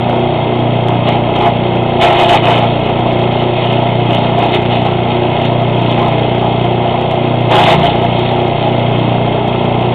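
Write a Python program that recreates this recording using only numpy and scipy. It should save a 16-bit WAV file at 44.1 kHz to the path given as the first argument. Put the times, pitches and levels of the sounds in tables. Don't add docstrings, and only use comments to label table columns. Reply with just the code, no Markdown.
import sys
import numpy as np
from scipy import signal
from scipy.fft import rfft, irfft, next_fast_len
from scipy.io import wavfile

SR = 44100
rng = np.random.default_rng(int(sys.argv[2]) if len(sys.argv) > 2 else 0)


def bounce(signal):
    frames = np.transpose(np.atleast_2d(signal))
    limited = np.clip(frames, -1, 1)
    pcm = np.round(limited * 32767).astype(np.int16)
    wavfile.write(sys.argv[1], SR, pcm)


def voltage_ratio(level):
    return 10 ** (np.asarray(level, float) / 20)


N = 438354

# start_s, crank_turns_per_s, slip_turns_per_s
SHAFT_SPEEDS = [(0.0, 60.309, 0.477), (0.85, 60.303, 0.525), (1.3, 60.019, 0.654), (1.8, 60.237, 0.508),
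                (2.25, 59.399, 0.745), (2.6, 59.718, 0.772), (3.15, 60.229, 0.627), (3.9, 60.349, 0.588),
                (4.7, 59.846, 0.541), (5.35, 60.365, 0.635), (6.5, 60.248, 0.478), (6.9, 60.303, 0.647),
                (7.33, 60.625, 0.527), (7.72, 58.264, 0.716), (8.05, 59.965, 0.911), (8.55, 60.172, 0.548),
                (9.0, 60.241, 0.601), (9.94, 60.36, 0.52)]
# multiple of the firing rate, level_db (rms)
FIRING_TONES = [(1, -36.5), (2, -41.5), (3, -31), (4, -18), (5, -23), (6, -26.5), (7, -30), (8, -33),
                (9, -39), (10, -30), (11, -29.5), (12, -24.5), (13, -33.5), (14, -34), (15, -37.5),
                (16, -39.5), (17, -34.5), (18, -42), (19, -29), (20, -32), (21, -43.5), (22, -25.5),
                (23, -32.5), (24, -37.5), (25, -36), (26, -27.5), (27, -42.5), (28, -43), (29, -45.5),
                (30, -33.5), (31, -36), (32, -41), (33, -37.5), (34, -50), (35, -45.5)]
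# multiple of the firing rate, gain_db per unit of opening
THROTTLE_GAIN = [(1, 0), (2, 5.5), (3, 3.5), (4, -2), (5, 3.5), (6, 4), (7, 0), (10, -3)]
FRAME_ROCKING = {3: (0.082, -2.1), 4: (0.19, 0.81), 5: (0.21, 1.6), 6: (0.32, 0.28), 7: (0.25, 0.6),
                 9: (0.7, 1.8), 10: (0.94, 0.75), 11: (0.17, -3.2), 12: (0.42, -2.3), 14: (0.98, .1),
                 19: (0.078, 2.2), 22: (0.11, 1.8), 24: (0.36, -1.8), 26: (0.26, -1.9)}
# multiple of the firing rate, slips below it, level_db (rms), sign
FRAME_TONES = [(4, 1, -37, -1), (6, 2, -33, -1), (22, 10, -36, 1)]
# multiple of the rotor speed, level_db (rms), sign against the engine
ROTOR_TONES = [(1, -40, 1), (2, -32.5, -1), (3, -44, -1), (4, -24, -1), (5, -36, 1), (6, -28, -1),
               (8, -35, 1), (10, -33, -1), (11, -41, 1), (12, -28, -1), (14, -30, 1), (16, -38, 1)]
# multiple of the rotor speed, level_db (rms)
PULLEY_TONES = [(3.243, -35), (6.486, -39), (11.35, -37)]
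# start_s, length_s, panel_boom_db, splinter_crackle_db
TWIG_BITES = [(1.07, 0.032, -10.5, -16.5), (1.122, .035, -10.5, -19.5), (1.36, 0.049, -11, -16.5),
              (1.411, 0.055, -6, -18.5), (1.718, .015, -27, -26.5), (2.016, 0.063, -3.5, -9),
              (2.104, 0.096, -5, -13.5), (2.171, 0.036, -6.5, -12), (2.221, 0.037, -8, -12.5),
              (2.292, .07, -5, -10), (2.44, 0.14, -7, -13), (2.608, 0.036, -10, -18.5),
              (2.861, .04, -14, -22.5), (3.395, .04, -15.5, -20.5), (3.613, 0.036, -21, -24),
              (4.097, .08, -13.5, -18.5), (4.379, 0.051, -11, -20), (4.444, 0.049, -12.5, -20),
              (4.533, .025, -13, -13), (4.71, 0.08, -18.5, -18.5), (4.859, 0.016, -14, -19.5),
              (5.087, .04, -28, -23), (5.317, 0.067, -30, -22), (5.446, .03, -25.5, -18),
              (5.884, 0.057, -22, -19.5), (7.514, .1, -3, -10.5), (7.633, 0.1, -2, -8),
              (7.794, .08, -9, -16.5), (8.007, 0.038, -17, -31), (8.618, .05, -15.5, -24)]
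# pitch_hz, width_hz, level_db
PANEL_RINGS = [(357, 36, -6.5), (425, 35, -11), (468.5, 16, -11.5), (529.4, 40, -10.5), (594.6, 75, -9.5),
               (638, 51, -3.5), (696.1, 22, 3), (821.7, 25.3, -1), (868, 25, -4), (939, 29, -8),
               (1038.6, 50, -11.5), (1249, 83, -19)]
# pitch_hz, width_hz, level_db
PLATE_RINGS = [(1326, 37, -3), (1890, 690, -9.5), (2170, 190, -2), (2516, 100, -1.5), (2965, 180, 0),
               (3143, 170, -0.5), (3745, 570, -3.5)]
# start_s, peak_db
HARD_CHIPS = [(0.885, -1.5), (1.083, -1.5), (1.486, -7), (4.108, -1), (4.149, -1), (4.348, -11),
              (4.549, 1.5), (4.661, 2.5), (4.754, -13), (4.886, -16), (5.417, -2.5), (5.459, 0.5),
              (5.926, -1), (7.113, -0.5), (7.249, -11.5), (8.61, -2.5)]
# pitch_hz, width_hz, level_db
CORNER_RINGS = [(760, 180, 0), (2120, 300, -10.5), (3150, 570, -6)]
# pitch_hz, width_hz, level_db
CLATTER_RINGS = [(2118, 121, 0.6), (2582, 140, 1), (2870, 370, -3.5), (3255, 120, 2.7), (3730, 320, -4.5)]
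# pitch_hz, level_db (per Hz)
AIR_COLOUR = [(25, -62), (70, -64), (130, -47.5), (260, -51.5), (400, -44.5), (500, -49), (680, -45.5),
              (850, -50), (1050, -53.5), (1150, -61.5), (1300, -57.5), (1500, -66.5), (1850, -68),
              (2300, -72.5)]

SLIP_START_TURNS, HUNT_RADIANS = .307, .025
GOVERNOR_LAG_S, IDLE_CRANK_HZ, IDLE_FIRINGS_PER_S = .04, 60.3, 30.12
KNOCK_LEAD_CYCLES, MUFFLER_LAG_CYCLES = .527, .31
MUFFLER_TOP = 15
PIPE_SPREAD = .046
BITE_RISE_DB_PER_S, BITE_FALL_DB_PER_S = 699.5, 399.5
EMPTY_BOOM_DB, EMPTY_CRACKLE_DB = -19.5, -33.5
CRUMB_SHARE_DB, CRUMB_DRAIN_S, CRUMB_FLICKER_DB = -6, 2.3, 2.5
ROAR_DB, CLATTER_DB = -18.5, -27
ROAR_REPEAT = .35
INPUT_TOP, INPUT_KNEE = 0.73, 8.1
SAMPLING_HZ, CONVERTER_TOP = 8000, .707


def rms_one(x):
    return x / np.sqrt(np.mean(x ** 2) + 1e-20)


def in_time(rows):
    start_s, *columns = np.transpose(rows)
    return [np.interp(np.arange(N) / SR, start_s, column) for column in columns]


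def drift(rate_hz):
    r = np.exp(-80 * np.pi * rate_hz / SR)
    noise = rng.standard_normal(N // 40 + 2002)
    slow = rms_one(signal.lfilter([1], [1, -2 * r, r * r], noise)[2000:])
    return np.interp(np.arange(N) / 40, np.arange(len(slow)), slow)


def knocks(per_s, spread_db):
    size_db = spread_db * np.minimum(rng.exponential(1, N), 4)
    sizes = voltage_ratio(size_db) * rng.choice([-1, 1], N)
    return rms_one(sizes * (rng.random(N) < per_s / SR))


def resonate(blows, rings, wander_db):
    out = 0
    for i, (pitch_hz, width_hz, level_db) in enumerate(rings):
        r = np.exp(-np.pi * width_hz / SR)
        feedback = [1, -2 * r * np.cos(2 * np.pi * pitch_hz / SR), r * r]
        rung = signal.lfilter([1, 0, -1], feedback, blows + 1e-18)
        gain = voltage_ratio(level_db + wander_db * drift(6.6)) * (1 - r * r) / 2
        out = out + (-1) ** i * gain * rung
    return out


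def tone(level_db, angle, waver_db):
    return np.sqrt(2) * voltage_ratio(level_db + waver_db * drift(3.1)) * np.cos(angle)


def pulse_phases():
    level_db = np.r_[-60, np.array(FIRING_TONES)[:, 1], np.linspace(-50, -70, 29)]
    cepstrum = irfft(np.log(voltage_ratio(level_db)))
    cepstrum[1:64] *= 2
    cepstrum[65:] = 0
    k = np.arange(65)
    shift_cycles = KNOCK_LEAD_CYCLES - MUFFLER_LAG_CYCLES * (k <= MUFFLER_TOP)
    return rfft(cepstrum).imag + 2 * np.pi * k * shift_cycles - PIPE_SPREAD * k ** 2


def engine(cycle, slip, crank_hz):
    phases = pulse_phases()
    multiple, gain_db = np.transpose(THROTTLE_GAIN)
    late_hz = np.interp(np.arange(N) - GOVERNOR_LAG_S * SR, np.arange(N), crank_hz)
    opening = (IDLE_CRANK_HZ - late_hz) ** 2 / 2
    rock = np.exp(1j * slip)
    out = 0
    for k, db in FIRING_TONES:
        depth, lead = FRAME_ROCKING.get(int(k), (0, 0))
        level_db = db + opening * np.interp(k, multiple, gain_db)
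        swell = 1 + (depth * np.exp(1j * lead) * rock).real
        out = out + tone(level_db, k * cycle + phases[int(k)], waver_db=.6) * swell
    return out


def frame(cycle, slip):
    phases = pulse_phases()
    return sum(sign * tone(db, k * cycle - slips * slip + phases[int(k)], waver_db=1.)
               for k, slips, db, sign in FRAME_TONES)


def rotor(turn):
    phases = pulse_phases()
    flails = sum(sign * tone(db, k * turn + phases[int(2 * k)], waver_db=.7) for k, db, sign in ROTOR_TONES)
    pulley = sum(tone(db, k * turn, waver_db=2.) for k, db in PULLEY_TONES)
    return flails + pulley


def feed():
    step = 64
    t = np.arange(0, N, step) / SR
    start_s, length_s, boom_db, crackle_db = np.transpose(TWIG_BITES)[:, :, None]
    rise_db = -BITE_RISE_DB_PER_S * np.maximum(start_s - t, 0)
    fall_db = -BITE_FALL_DB_PER_S * np.maximum(t - start_s - length_s, 0)
    edge_db = rise_db + fall_db
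    boom = (voltage_ratio(boom_db + edge_db) ** 2).sum(axis=0)
    crackle = (voltage_ratio(crackle_db + edge_db) ** 2).sum(axis=0)
    keep = np.exp(-step / SR / CRUMB_DRAIN_S)
    crumbs = signal.lfilter([1 - keep], [1, -keep], crackle) * voltage_ratio(CRUMB_SHARE_DB) ** 2
    boom_flicker = voltage_ratio(CRUMB_FLICKER_DB * drift(7)[::step]) ** 2
    crackle_flicker = voltage_ratio(CRUMB_FLICKER_DB * drift(2.4)[::step]) ** 2
    boom = boom + boom_flicker * voltage_ratio(EMPTY_BOOM_DB) ** 2
    crackle = crackle + crackle_flicker * (voltage_ratio(EMPTY_CRACKLE_DB) ** 2 + crumbs)
    return [np.interp(np.arange(N) / SR, t, 10 * np.log10(power)) for power in (boom, crackle)]


def chipping(turn):
    boom_db, crackle_db = feed()
    boom_db = boom_db + .6 * np.minimum(boom_db + 16, 0)
    rows = voltage_ratio(3 * np.cos(4 * turn) + 1.2 * drift(30))
    blows = knocks(1500, 3.2) * rows
    splinters = knocks(3500, 3.2) * rows
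    boom = resonate(blows * voltage_ratio(boom_db), PANEL_RINGS, wander_db=1.5)
    crackle = resonate(splinters * voltage_ratio(crackle_db), PLATE_RINGS, wander_db=1.5)
    return voltage_ratio(18.5) * boom + voltage_ratio(10.0) * crackle


def snaps():
    start_s, peak_db = np.transpose(HARD_CHIPS)
    blows = np.zeros(N)
    blows[(start_s * SR).astype(int)] = voltage_ratio(peak_db + 22.0)
    return resonate(blows, CORNER_RINGS, wander_db=2.0)


def clatter(cycle):
    beat_db = 2.0 * np.cos(2 * cycle - 3.5) + 0.9 * np.cos(cycle - 2.2)
    rattle = resonate(knocks(5000, 1.1) * voltage_ratio(beat_db), CLATTER_RINGS, wander_db=0.0)
    return voltage_ratio(CLATTER_DB) * rms_one(rattle)


def roar(cycle, turn):
    size = next_fast_len(N)
    hz = np.maximum(np.arange(size // 2 + 1) * SR / size, 1)
    pitch_hz, level_db = np.transpose(AIR_COLOUR)
    colour = voltage_ratio(np.interp(np.log(hz), np.log(pitch_hz), level_db, right=-90))
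    swirl = 1 / (1 - ROAR_REPEAT * np.exp(-2j * np.pi * hz / IDLE_FIRINGS_PER_S))
    noise = rfft(rng.standard_normal(N), size)
    air = rms_one(irfft(noise * colour * swirl, size)[:N])
    puffs_db = 1.3 * np.cos(cycle + 0.36) + 0.63 * np.cos(2 * turn) + 0.51 * drift(4.8)
    return voltage_ratio(ROAR_DB + puffs_db) * air


def scene():
    crank_hz, slip_hz = in_time(SHAFT_SPEEDS)
    cycle = np.pi * np.cumsum(crank_hz) / SR
    slip = 2 * np.pi * (SLIP_START_TURNS + np.cumsum(slip_hz) / SR)
    turn = 2 * cycle - slip
    fired = cycle + HUNT_RADIANS * drift(4)
    machine = engine(fired, slip, crank_hz) + frame(cycle, slip) + rotor(turn)
    wood = chipping(turn) + snaps()
    return (machine + wood + clatter(cycle) + roar(cycle, turn))[None]


def low_pass(x, edge_hz, order):
    size = next_fast_len(N + 4096)
    hz = np.arange(size // 2 + 1) * SR / size
    return irfft(rfft(x, size) / (1 + (hz / edge_hz) ** (2 * order)), size)[..., :N]


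def top_cut(x):
    return signal.sosfilt(signal.butter(12, 15900, fs=SR, output="sos"), x)


def record(dry):
    rounded = dry / (1 + np.abs(dry / INPUT_TOP) ** INPUT_KNEE) ** (1 / INPUT_KNEE)
    narrow = low_pass(rounded, 3750, order=15)
    mirror = 2 * narrow * np.cos(2 * np.pi * SAMPLING_HZ * np.arange(N) / SR)
    played = low_pass(narrow + mirror, 4150, order=24)
    played = np.clip(played, -CONVERTER_TOP, CONVERTER_TOP)
    return top_cut(played)


dry = scene()
out = record(dry)
bounce(out)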